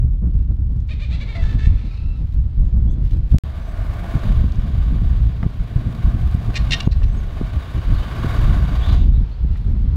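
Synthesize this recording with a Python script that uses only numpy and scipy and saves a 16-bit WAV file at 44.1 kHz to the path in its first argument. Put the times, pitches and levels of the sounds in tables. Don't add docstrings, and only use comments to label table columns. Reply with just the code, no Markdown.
import sys
import numpy as np
from scipy import signal
from scipy.fft import rfft, irfft, next_fast_len
from scipy.io import wavfile
from scipy.ndimage import uniform_filter1d, minimum_filter1d

SR = 44100
rng = np.random.default_rng(int(sys.argv[2]) if len(sys.argv) > 2 else 0)


def unload_audio(sound):
    columns = np.transpose(np.atleast_2d(sound))
    steps = np.round(np.clip(columns, -1, 1) * 32767)
    wavfile.write(sys.argv[1], SR, steps.astype(np.int16))


N = 439236
TIME = np.arange(N) / SR
BAND_LIMIT_HZ = 15800
DROPOUT_START_S, DROPOUT_END_S = 3.3845, 3.4367


def amp(db):
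    return 10 ** (np.asarray(db) / 20)


def unit(x):
    return x / np.sqrt(np.mean(x ** 2) + 1e-20)


def curves(rows, t):
    times, *columns = np.transpose(rows)
    return [np.interp(t, times, column) for column in columns]


def add(mix, start, sound):
    part = mix[round(start * SR):][:len(sound)]
    part += sound[:len(part)]


def at_frequency(points, hz):
    f, value = np.transpose(points)
    return np.interp(np.log(hz + 1), np.log(f + 1), value)


def noise(spectrum):
    gain = amp(at_frequency(spectrum, np.fft.rfftfreq(N, 1 / SR)))
    return unit(irfft(rfft(rng.standard_normal(N)) * gain, N))


def drift(count, hz):
    size = next_fast_len(count + SR // 2)
    f = np.fft.rfftfreq(size, 1 / SR)
    return unit(irfft(rfft(rng.standard_normal(size)) / (1 + (f / hz) ** 4), size))[:count]


def resonate(x, hz, width):
    carrier = np.exp(2j * np.pi * np.cumsum(hz * np.ones(len(x))) / SR)
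    pole = np.exp(-np.pi * width / SR)
    return 2 * (carrier * signal.lfilter([1 - pole], [1, -pole], x / carrier)).real


def formant(x, hz, width):
    return resonate(resonate(x, hz, width), hz, 2 * width)


def modes(x, rows, response=resonate):
    return sum(amp(db) * response(x, hz, width) for hz, width, db in rows)


def colour(x, spectrum, size=2048):
    log_gain = np.log(amp(at_frequency(spectrum, abs(np.fft.fftfreq(size, 1 / SR)))))
    impulse_response = np.fft.ifft(np.exp(np.conj(signal.hilbert(log_gain)))).real
    return signal.fftconvolve(x, impulse_response[:size // 2])


def arch(t, top_s, length):
    return np.cos(np.pi * np.clip((t - top_s) / length, -.5, .5))


def gate(t, start, length, rise_s, fall_s):
    return np.exp(-(np.maximum(start - t, 0) / rise_s) ** 2 - np.maximum(t - start - length, 0) / fall_s)


def open_air():
    # (frequency [Hz], gain [dB])
    spectrum = [(100, 6.5), (500, 1.5), (1100, -3.5), (2000, -9.5), (4200, -13), (5500, -22.5), (9000, -37),
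                (15000, -40)]
    # (time [s], level [dB])
    levels = [(0, -63.5), (.7, -62.5), (1.4, -43.5), (2.3, -55.5), (3.0, -54), (3.5, -50), (9.96, -47.5)]
    return noise(spectrum) * amp(curves(levels, TIME)[0] + drift(N, 11))


def scrub_echo(x, reflections_per_s=2500):
    # (frequency [Hz], 60 dB decay time [s])
    decay_times = [(300, 0.16), (2000, 0.27), (3000, 0.36), (4500, 0.31), (10000, 0.16)]
    taps = rng.standard_normal(SR) * (rng.random(SR) < reflections_per_s / SR) * (TIME[:SR] > .006)
    hz, t, bands = signal.stft(taps, SR, nperseg=256)
    decay = amp(-60 * t / at_frequency(decay_times, hz)[:, None])
    tail = signal.istft(bands * decay, SR, nperseg=256)[1]
    return signal.fftconvolve(x, tail / np.linalg.norm(tail))[:N]


def wind(lumpy_db=1.2266, flutter_db=2.0, spent_db=-3):
    # (time [s], large eddies' relative level [dB], small eddies' level [dB])
    steady_flow = [(0.0, -13.5, -30.5), (1.22, -23, -32), (1.63, -16.5, -25), (1.97, -23, -34),
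                   (3.05, -20, -27), (3.52, -24, -36.5), (4.44, -22.5, -30.5), (4.63, -21.5, -29.5),
                   (5.08, -13, -28.5), (5.57, -27.5, -30), (5.96, -28.5, -28.5), (6.21, -29.5, -25.5),
                   (7.16, -17.5, -29), (7.71, -30, -36), (8.43, -20, -22.5), (9.04, -18, -31.5),
                   (9.29, -24, -35.5), (9.96, -17.5, -26.5)]
    # (start [s], length [s], large eddies' relative level [dB], small eddies' level [dB])
    buffets = [(0.034, 0.062, -12, -22), (0.226, 0.0705, -14, -22), (0.357, 0.075, -8.5, -20.5),
               (0.626, 0.055, -15, -27.5), (0.706, 0.097, -16, -28.5), (1.094, 0.102, -16, -28),
               (1.423, 0.044, -10, -32.5), (1.552, 0.024, -13.5, -21.5), (1.655, 0.112, -9.5, -33),
               (2.041, 0.077, -14.5, -29), (2.222, 0.03, -13.5, -26), (2.362, 0.105, -11, -27),
               (2.581, 0.112, -11, -26.5), (2.745, 0.1924, -11, -23.5), (3.031, 0.044, -11.5, -23),
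               (3.113, 0.165, -13, -24.5), (3.33, 0.037, -9, -22), (3.802, 0.027, -16, -42),
               (3.884, 0.029, -15.5, -31), (4.159, 0.0182, -16, -12.5), (4.251, 0.263, -11.5, -23),
               (4.591, 0.0224, -12.5, -22), (4.787, 0.18, -12, -26), (4.918, 0.142, -14.5, -21.5),
               (5.218, 0.0864, -11, -20.5), (5.442, 0.0395, -20.5, -23), (5.599, 0.0253, -15, -33),
               (5.769, 0.051, -19, -20.5), (5.859, 0.0446, -19, -18.5), (6.061, 0.0283, -7, -20.5),
               (6.159, 0.0186, -10.5, -22.5), (6.231, 0.0786, -14, -31.5), (6.354, 0.024, -12, -25.5),
               (6.475, 0.0306, -14.5, -19.5), (6.609, 0.1044, -13, -20.5), (6.89, 0.043, -5, -21),
               (6.972, 0.15, -11.5, -31), (7.42, 0.0337, -16.5, -24), (7.551, 0.0494, -13.5, -25),
               (7.763, 0.034, -16, -19.5), (7.858, 0.163, -13, -25.5), (8.396, 0.266, -11, -20.5),
               (8.719, 0.045, -15, -21.5), (8.78, 0.049, -11.5, -28), (8.893, 0.343, -9.5, -22.5),
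               (9.422, 0.046, -11.5, -27), (9.511, 0.042, -14.5, -26.5), (9.67, 0.3, -13, -24),
               (9.933, 0.0124, -11, -22)]
    # (frequency [Hz], gain [dB])
    large_spectrum = [(12, -18.5), (22, -2), (40, 4.5), (60, 3), (85, -3), (125, -19), (160, -25),
                      (260, -45), (600, -99.5)]
    # (frequency [Hz], gain [dB])
    small_spectrum = [(60, -14), (110, 11), (138, 3), (200, -4), (280, -13), (400, -24.5), (700, -36.5),
                      (1500, -47), (5000, -87.5)]
    t = TIME[::64]
    large, small = amp(curves(steady_flow, t))
    for start, length, large_db, small_db in buffets:
        fade = amp(spent_db * np.clip((t - start) / length, 0, 1) ** 2)
        blow = gate(t, start, length, rise_s=.01975, fall_s=.014) * fade
        large = np.maximum(large, amp(large_db) * blow)
        small = np.maximum(small, amp(small_db) * blow)
    lumps, out = drift(N, 13), np.zeros(N)
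    layers = (large_spectrum, amp(-1) * large, lumpy_db), (small_spectrum, small, flutter_db)
    for spectrum, level, depth_db in layers:
        flow = noise(spectrum)
        running_rms = np.sqrt(uniform_filter1d(flow ** 2, size=2600))
        out += np.interp(TIME, t, level) * amp(depth_db * lumps) * flow / running_rms
    return out


def eddy_pops():
    # (time [s], peak level [dB], swing frequency [Hz])
    eddies = [(0.048, -8.5, 92.5), (1.674, -6, 90), (2.766, -31.5, 129.7), (3.346, -4, 103.5),
              (4.155, -21, 148), (4.443, -11.5, 143), (5.021, -16.5, 137), (5.433, -12.5, 119),
              (5.465, -11, 148), (5.764, -8.5, 96.3), (6.349, -8, 108), (6.492, -17.5, 179),
              (6.8755, 9, 158), (7.415, -10.5, 160), (8.247, -11, 185), (8.567, -20.5, 160),
              (9.449, -12, 120)]
    out, t = np.zeros(N), np.arange(-.03, .03, 1 / SR)
    for centre, db, hz in eddies:
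        phase = 2 * np.pi * hz * t
        swing = -phase * np.exp(-(phase ** 2 / 2 + .004) ** .7)
        add(out, centre + t[0], amp(db) * swing / swing.max())
    return out


def whistles():
    # (start [s], length [s], first pitch [Hz], last
    # pitch [Hz], level [dB], scatter [fraction])
    notes = [(2.612, 0.113, 6300, 7160, -78, 0.0102), (2.863, 0.07, 3200, 3620, -63.5, 0.0157),
             (2.892, 0.0444, 5830, 6940, -68, 0.0093), (2.897, 0.047, 7300, 8670, -71.5, .01),
             (3.564, 0.195, 5770, 6400, -72, 0.0048), (3.66, 0.079, 7800, 8100, -72.5, .008),
             (6.846, 0.039, 6500, 6720, -62, .012), (7.02, 0.144, 5510, 6510, -69.5, .005),
             (7.102, .1, 7750, 8150, -70.5, 0.0081), (7.16, 0.046, 6550, 6390, -62, 0.0114),
             (7.927, 0.092, 4880, 3170, -54.5, 0.0226), (8.009, 0.0487, 2917, 3123, -49, .02),
             (8.816, 0.06, 3144, 3940, -42.5, 0.0217), (8.849, 0.099, 3720, 3687, -46, 0.0676),
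             (8.95, 0.098, 3800, 3698, -54.5, 0.0495), (9.122, 0.072, 3750, 3860, -60, 0.0475),
             (9.298, 0.067, 4107, 4620, -63.5, 0.027)]
    out = np.zeros(N)
    for start, length, first_hz, last_hz, db, scatter in notes:
        count = round(length * SR)
        hz = np.geomspace(first_hz, last_hz, count) * (1 + scatter * drift(count, 350))
        tone = np.sin(2 * np.pi * np.cumsum(hz) / SR)
        flutter = amp(1.5 * drift(count, 150))
        add(out, start, amp(db) * unit(tone * flutter * signal.windows.tukey(count, .7)))
    return out


def fine_crackle(crackles_per_s=450, rest_db=-71, clump_db=2.5):
    # (time of peak [s], length [s], level [dB])
    bouts = [(1.446, 0.66, -64), (3.127, 0.32, -60), (2.329, 0.254, -69.5), (3.319, 0.136, -57),
             (4.152, 1.45, -62.5), (6.403, 2.7, -59), (8.502, 0.83, -70), (8.919, 0.24, -53.5),
             (9.65, .24, -60)]
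    # (frequency [Hz], gain [dB])
    spectrum = [(400, -11.5), (1500, 3), (3800, 3), (6000, -8), (9000, -12.5), (15000, -13.5)]
    clicks = (rng.random(N) < crackles_per_s / SR) * amp(3.5 * np.minimum(rng.exponential(1, N), 3))
    crackle = signal.oaconvolve(clicks, np.exp(-TIME[:300] / .0042))[:N] * rng.standard_normal(N)
    level = amp(rest_db) + sum(amp(db) * arch(TIME, top, length) ** 2 for top, length, db in bouts)
    return unit(colour(crackle, spectrum)[:N]) * level * amp(clump_db * drift(N, 12))


def sharp_knocks():
    # (time [s], peak level [dB], ring frequency [Hz], 60 dB decay time [s], body gain [dB])
    knocks = [(.338, -51, 3020, .03, -34), (.356, -53, 3297, 0.031, -34), (.512, -48, 800, 0.022, -18),
              (0.764, -53, 3570, 0.03, -33), (.802, -52.5, 3840, 0.06, -30.5),
              (.876, -52.5, 4200, 0.055, -31), (3.04, -52.5, 4800, .05, -29.5),
              (3.111, -44, 3005, 0.076, -14.5), (3.293, -57, 4000, .05, -29.5),
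              (3.341, -49.5, 5500, 0.038, -30), (3.342, -28.5, 400, 0.032, -20),
              (4.192, -39.5, 3400, 0.0175, -30), (4.52, -38.5, 3400, .02, -30),
              (4.557, -40, 3370, 0.0196, -30), (5.4294, -23.5, 1736, 0.0079, 2),
              (5.432, -26, 640, 0.029, 7), (6.349, -40.5, 6880, 0.019, -30),
              (6.874, -3, 402, 0.0125, -28.5), (7.018, -30.5, 900, 0.032, -8.5),
              (7.411, -22.5, 542, 0.0204, -5), (9.557, -36, 1370, 0.03, -3)]
    # (frequency [Hz], bandwidth [Hz], gain [dB])
    body_modes = [(714, 45, 1), (1080, 40, -5.5), (1203, 31, -6), (2080, 250, -2.5)]
    out = np.zeros(N)
    for start, db, hz, t60, body_db in knocks:
        t = np.arange(0, t60, 1 / SR)
        burst = np.pad(rng.standard_normal(len(t)) * amp(-60 * t / t60), (0, SR // 20))
        spectrum = [(hz / 4, -10), (hz, 0), (2 * hz, -5), (2.415 * hz, -17), (5 * hz, -38),
                    (10 * hz, -55)]
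        ring = colour(burst, spectrum)
        knock = ring + amp(body_db) * modes(ring, body_modes)
        add(out, start, amp(db) * knock / abs(knock).max())
    return out


def hiss(end_s=9.12, release_s=.027, flutter_db=1.4):
    # (time [s], effort [dB], bright edge gain [dB], lowest formant gain [dB], its tuning [ratio])
    breath = [(3.44, -46.5, -5, 3, 0.926), (3.72, -42.5, -12.5, 1.5, 0.988), (4.05, -39, -11.5, 4, 1.023),
              (4.25, -37.5, -6.5, 2, 0.93), (4.45, -45.5, -5, 0, 1.01), (4.85, -44, -5, -1, 1.01),
              (5.35, -48.5, -5.5, -3.5, 1.02), (5.6, -46.5, -8.5, -2, 0.993), (6.07, -42, -7.5, 1, 0.99),
              (6.35, -43.5, -10, 1.5, 1.033), (6.8, -38, -3.5, 2, 1.036), (7, -48, -8.5, -1.5, 0.964),
              (7.4, -42, -7, 0, 1), (7.95, -38.5, -5.5, -1.5, 1), (8.33, -33.5, -7, 0, 1.045),
              (8.65, -37.5, -6, -1.5, 0.996), (8.95, -37, -1, 3, 1.05), (9.1, -62, 6, 0, 1.01)]
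    # (frequency [Hz], bandwidth [Hz], gain [dB])
    formants = [(680.2, 123, -1.5), (1118.6, 121.3, 0.5), (1177.9, 75.3, -1.5), (1501, 225, -0.5),
                (1688, 288, -8.5), (2164, 166, -3.5)]
    # (frequency [Hz], gain [dB])
    edge_spectrum = [(1500, -12), (2800, 2.5), (3300, 3), (3750, 4), (4250, -6.5), (4650, -3.5),
                     (5400, -14), (6900, -11.5), (8200, -39.5), (15000, -43)]
    # (frequency [Hz], bandwidth [Hz], gain [dB])
    edge_modes = [(2336, 70, 0), (2917, 74, -6), (3871, 90, -8.5), (4647, 130, -3)]
    effort_db, edge_db, low_db, tuning = curves(breath, TIME)
    open_db = .26 * (effort_db + 42)
    flow = noise([(200, 2), (600, 11.5), (2400, 0), (5000, -31.5), (15000, -37)])
    low_hz, low_width, low_gain_db = formants[0]
    lowest = amp(low_gain_db + low_db) * formant(flow, low_hz * tuning, low_width)
    upper = modes(flow, formants[1:], formant)
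    throat = unit(lowest * amp(-.7 * open_db) + upper * amp(open_db))
    rush = noise([(200, 5.5), (500, -3), (900, -7.5), (1320, -12.5), (1900, -12), (3000, -20),
                  (6000, -29), (15000, -33.5)])
    edge = noise(edge_spectrum)
    edge = unit(edge + modes(edge, edge_modes))
    air = amp(-1.96) * throat + amp(.83) * rush + amp(edge_db - 4.5) * edge
    held = (TIME > DROPOUT_END_S) * np.clip((end_s - TIME) / release_s, 0, 1)
    return held * amp(effort_db + flutter_db * drift(N, 47)) * air


def airflow(hz, rough, jitter):
    rough = np.clip(rough, 0, 1)
    cycles = np.cumsum(hz * (1 + jitter * rough * drift(len(hz), 250))) / SR
    pulses = sum(np.cos(2 * np.pi * k * cycles) * (k * hz < BAND_LIMIT_HZ) for k in range(1, 32))
    puffs = (.36 + np.exp(-(cycles % 1) / .61)) * rng.standard_normal(len(hz))
    return (1 - rough) * unit(pulses) + rough * unit(puffs), cycles


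def squawks(sink_hz_per_s=7010, rattle_hz=103):
    # (start [s], length [s], level [dB], pulse rate [Hz], roughness [0-1], resonance [Hz])
    bursts = [(6.539, 0.0156, -39.5, 614, 0.3, 2900), (6.552, 0.0299, -27, 492.8, 1, 2373),
              (6.707, 0.0066, -23.5, 707, 0.02, 3290), (6.714, 0.0375, -19.5, 462, 0.56, 3114),
              (6.802, 0.0096, -26, 569.2, 0.03, 3210), (6.91, 0.025, -37.5, 580, 0.9, 4110),
              (7.028, 0.02, -45, 596, 0.8, 2810)]
    # (frequency [Hz], gain [dB])
    beak = [(500, -19), (1400, -13.5), (1850, -3), (2100, -2.5), (2750, 1.5), (3300, -8.5), (4000, -1),
            (5000, -5), (5600, -2), (6500, -11.5), (7700, -13.5), (9000, -24), (11000, -29), (15000, -57.5)]
    # (frequency [Hz], bandwidth [Hz], gain [dB])
    windpipe = [(1858, 31, 7.5), (2799, 42, -4), (3660, 30, 7.5), (4128, 23, 4)]
    out = np.zeros(N)
    for start, length, db, hz, rough, throat_hz in bursts:
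        count = round(length * SR)
        t = TIME[:count]
        sinking_hz = throat_hz - sink_hz_per_s * (t - length / 2)
        pulses, _ = airflow(hz * sinking_hz / throat_hz, rough, jitter=.12)
        throat = unit(pulses + amp(9.5) * resonate(pulses, sinking_hz, 930))
        overblown = unit(np.tanh(rough * throat))
        crackle = amp(2.5 * drift(count, 450))
        rattle = 1 + .099 * np.cos(2 * np.pi * rattle_hz * t)
        burst = overblown * crackle * rattle * signal.windows.tukey(count, .4)
        voice = colour(np.pad(burst, (0, SR // 10)), beak)
        voice = voice + modes(voice, windpipe)
        add(out, start, amp(db) * voice / np.sqrt(np.sum(voice ** 2) / count))
    return out


def wheeze(wobble=.05, broken_db=1.5):
    # (time [s], pitch [Hz], level [dB], roughness [0-1], main resonance [Hz])
    breath = [(1.76, 1329, -55, 0.9, 2480), (1.83, 1344, -58, .9, 2255), (1.88, 1356, -53, 0.87, 2340),
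              (1.95, 1340, -52, 0.95, 2477), (2.1, 1357, -59.5, 0.39, 2692), (2.19, 1286, -59, 0.5, 2753),
              (2.24, 1192, -62.5, 0.45, 3604)]
    # (frequency [Hz], bandwidth [Hz], gain [dB])
    formants = [(1332, 55, -3.5), (2555, 480, -8), (3820, 130, -7.5), (4050, 890, -10.5)]
    t = np.arange(breath[0][0], breath[-1][0], 1 / SR)
    hz, db, rough, throat_hz = curves(breath, t)
    drive, _ = airflow(hz * (1 + .005 * drift(len(t), 45)), rough, jitter=.036)
    wobbling_hz = throat_hz * (1 + wobble * rough ** 2 * drift(len(t), 50))
    voice = amp(-1) * resonate(drive, wobbling_hz, 70) + modes(drive, formants, formant)
    broken = unit(voice * amp(broken_db * drift(len(t), 70)))
    out = np.zeros(N)
    add(out, t[0], amp(db) * broken * signal.windows.tukey(len(t), .1))
    return out


def cry(hz, rough, throat_hz, chest_db, core_db, bite_hz, bite_db, shimmer_db=2.01):
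    # (frequency [Hz], bandwidth [Hz], gain [dB])
    throat_modes = [(620, 200, -10.5), (1280, 200, -30.5), (3525, 350, 1), (4300, 290, -14.5)]
    count, rough = len(hz), np.clip(rough, 0, 1)
    pulses, cycles = airflow(hz * (1 + .005 * drift(count, 160)), rough ** 2, jitter=.035)
    pulses = pulses * amp(shimmer_db * drift(count, 200))
    pulses = colour(pulses, [(4500, -8), (5200, -15), (15000, -19.5)])[:count]
    breath = amp(-16) * (.3 + rough) * unit(resonate(rng.standard_normal(count), 6300, 2500))
    drive = pulses + breath
    wavering_hz = throat_hz * (1 + .025 * rough * drift(count, 80))
    broad_base = resonate(drive, wavering_hz + 300, 1000)
    singing_core = amp(core_db) * resonate(drive, wavering_hz, 130)
    voice = broad_base + singing_core + modes(drive, throat_modes)
    bite = amp(bite_db) * resonate(voice, bite_hz, 640)
    timbre = [(300, -1), (1000, 2.5), (1900, 1), (3000, -3.5), (4450, -3), (5100, -5), (7000, -6.5),
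              (9000, -8.5), (15000, -23.5)]
    fundamental = amp(chest_db) * np.sqrt(2) * np.cos(2 * np.pi * cycles)
    return unit(colour(voice + bite, timbre)[:count]) + fundamental


def screeches(sag_per_s=.12, edge_s=.015):
    # (start [s], length [s], pitch [Hz], level [dB], roughness [0-1], main resonance [Hz],
    # added fundamental [dB], singing core gain [dB], bite gain [dB])
    notes = [(1.347, 0.08, 667.6, -39.5, 0.2, 2025, 1, 4, -16),
             (1.413, 0.1376, 443.2, -43.5, 0.63, 1773, -18, 4.5, -8),
             (1.578, 0.1002, 444.7, -41.5, 0.66, 1772, -16.5, 3.5, 0),
             (1.674, 0.2, 447.7, -55, 0.7, 1807, -23.5, -14.5, 2)]
    out = np.zeros(N)
    for start, length, hz, db, rough, throat_hz, chest_db, core_db, bite_db in notes:
        t = np.arange(0, length, 1 / SR)
        bend = (1 - sag_per_s * t) * (1 + .009 * drift(len(t), 35))
        rattle = amp(3 * rough * drift(len(t), 110))
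        voice = cry(hz * bend, rough, throat_hz * bend, chest_db, core_db, bite_hz=2850, bite_db=bite_db)
        envelope = signal.windows.tukey(len(t), 2 * edge_s / length)
        add(out, start, amp(db) * unit(rattle * voice) * envelope)
    return out


def yelps(rest_hz=412.6, rest_db=-55.5, rest_rough=.58, resonance_rise=.059):
    # (time of top [s], rise [s], fall [s], top pitch [Hz], level [dB], roughness [0-1],
    # bite gain [dB], main resonance [Hz])
    pushes = [(0.919, 0.034, .025, 626.6, -40.5, 0, -19, 2462),
              (1.034, 0.0429, .032, 609.2, -41.5, 0.2, -16.5, 2425),
              (1.146, 0.048, .022, 682.5, -39.5, 0.47, 0, 2484),
              (1.222, 0.026, 0.0218, 580.2, -38.5, 0.28, -3, 2278),
              (1.3, .03, .032, 460.4, -44, .1, -7.5, 2280),
              (1.341, 0.019, 0.015, 451.9, -47, 0.1, -13, 2225),
              (1.36, 0.0121, 0.0134, 716.5, -37.5, 0.3, -15, 2124)]
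    start, end = pushes[0][0] - pushes[0][1], pushes[-1][0] + pushes[-1][2] + .015
    t = np.arange(start, end, 1 / SR)
    hz, level, rough, tuning = rest_hz, amp(rest_db), rest_rough, 1 - resonance_rise
    for top_s, rise, fall, top_hz, db, top_rough, *_ in pushes:
        push = arch(t, top_s, 2 * np.where(t < top_s, rise, fall))
        hz = hz + (top_hz - rest_hz) * push
        level = level + (amp(db) - amp(rest_db)) * push ** .9
        rough = rough + (top_rough - rest_rough) * push
        tuning = tuning + resonance_rise * push
    bite_db, throat_hz = curves(pushes, t)[-2:]
    voice = cry(hz, rough, throat_hz * tuning, chest_db=-20, core_db=8, bite_hz=3910, bite_db=bite_db)
    out = np.zeros(N)
    add(out, start, level * voice * signal.windows.tukey(len(t), .01))
    return out


def scene():
    far = yelps() + screeches() + wheeze() + whistles()
    near = sharp_knocks() + squawks()
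    air = open_air()
    echo = scrub_echo(amp(-8) * far + amp(-17) * near)
    return (far + near + echo + hiss() + fine_crackle() + air + wind() + eddy_pops())[None]


def record(dry, ceiling=.851, recovery_db_per_s=110):
    # (time [s], level [dB])
    clicks = [(3.3846, -16), (3.4369, -30)]
    over_db = np.maximum(20 * np.log10(abs(dry[0]) / ceiling + 1e-9), 0)
    recovery_db = TIME * recovery_db_per_s
    duck_db = np.maximum.accumulate(over_db + recovery_db) - recovery_db
    limited = dry[0] * amp(uniform_filter1d(minimum_filter1d(-duck_db, size=121), size=121))
    interrupted = limited * ((TIME < DROPOUT_START_S) | (TIME > DROPOUT_END_S))
    for start, db in clicks:
        add(interrupted, start, amp(db) * np.exp(-TIME[:100] / .00043))
    low_pass = signal.firwin(511, BAND_LIMIT_HZ, window=("kaiser", 9), fs=SR)
    return signal.oaconvolve(interrupted, low_pass, "same")[None]


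dry = scene()
out = record(dry)
unload_audio(out)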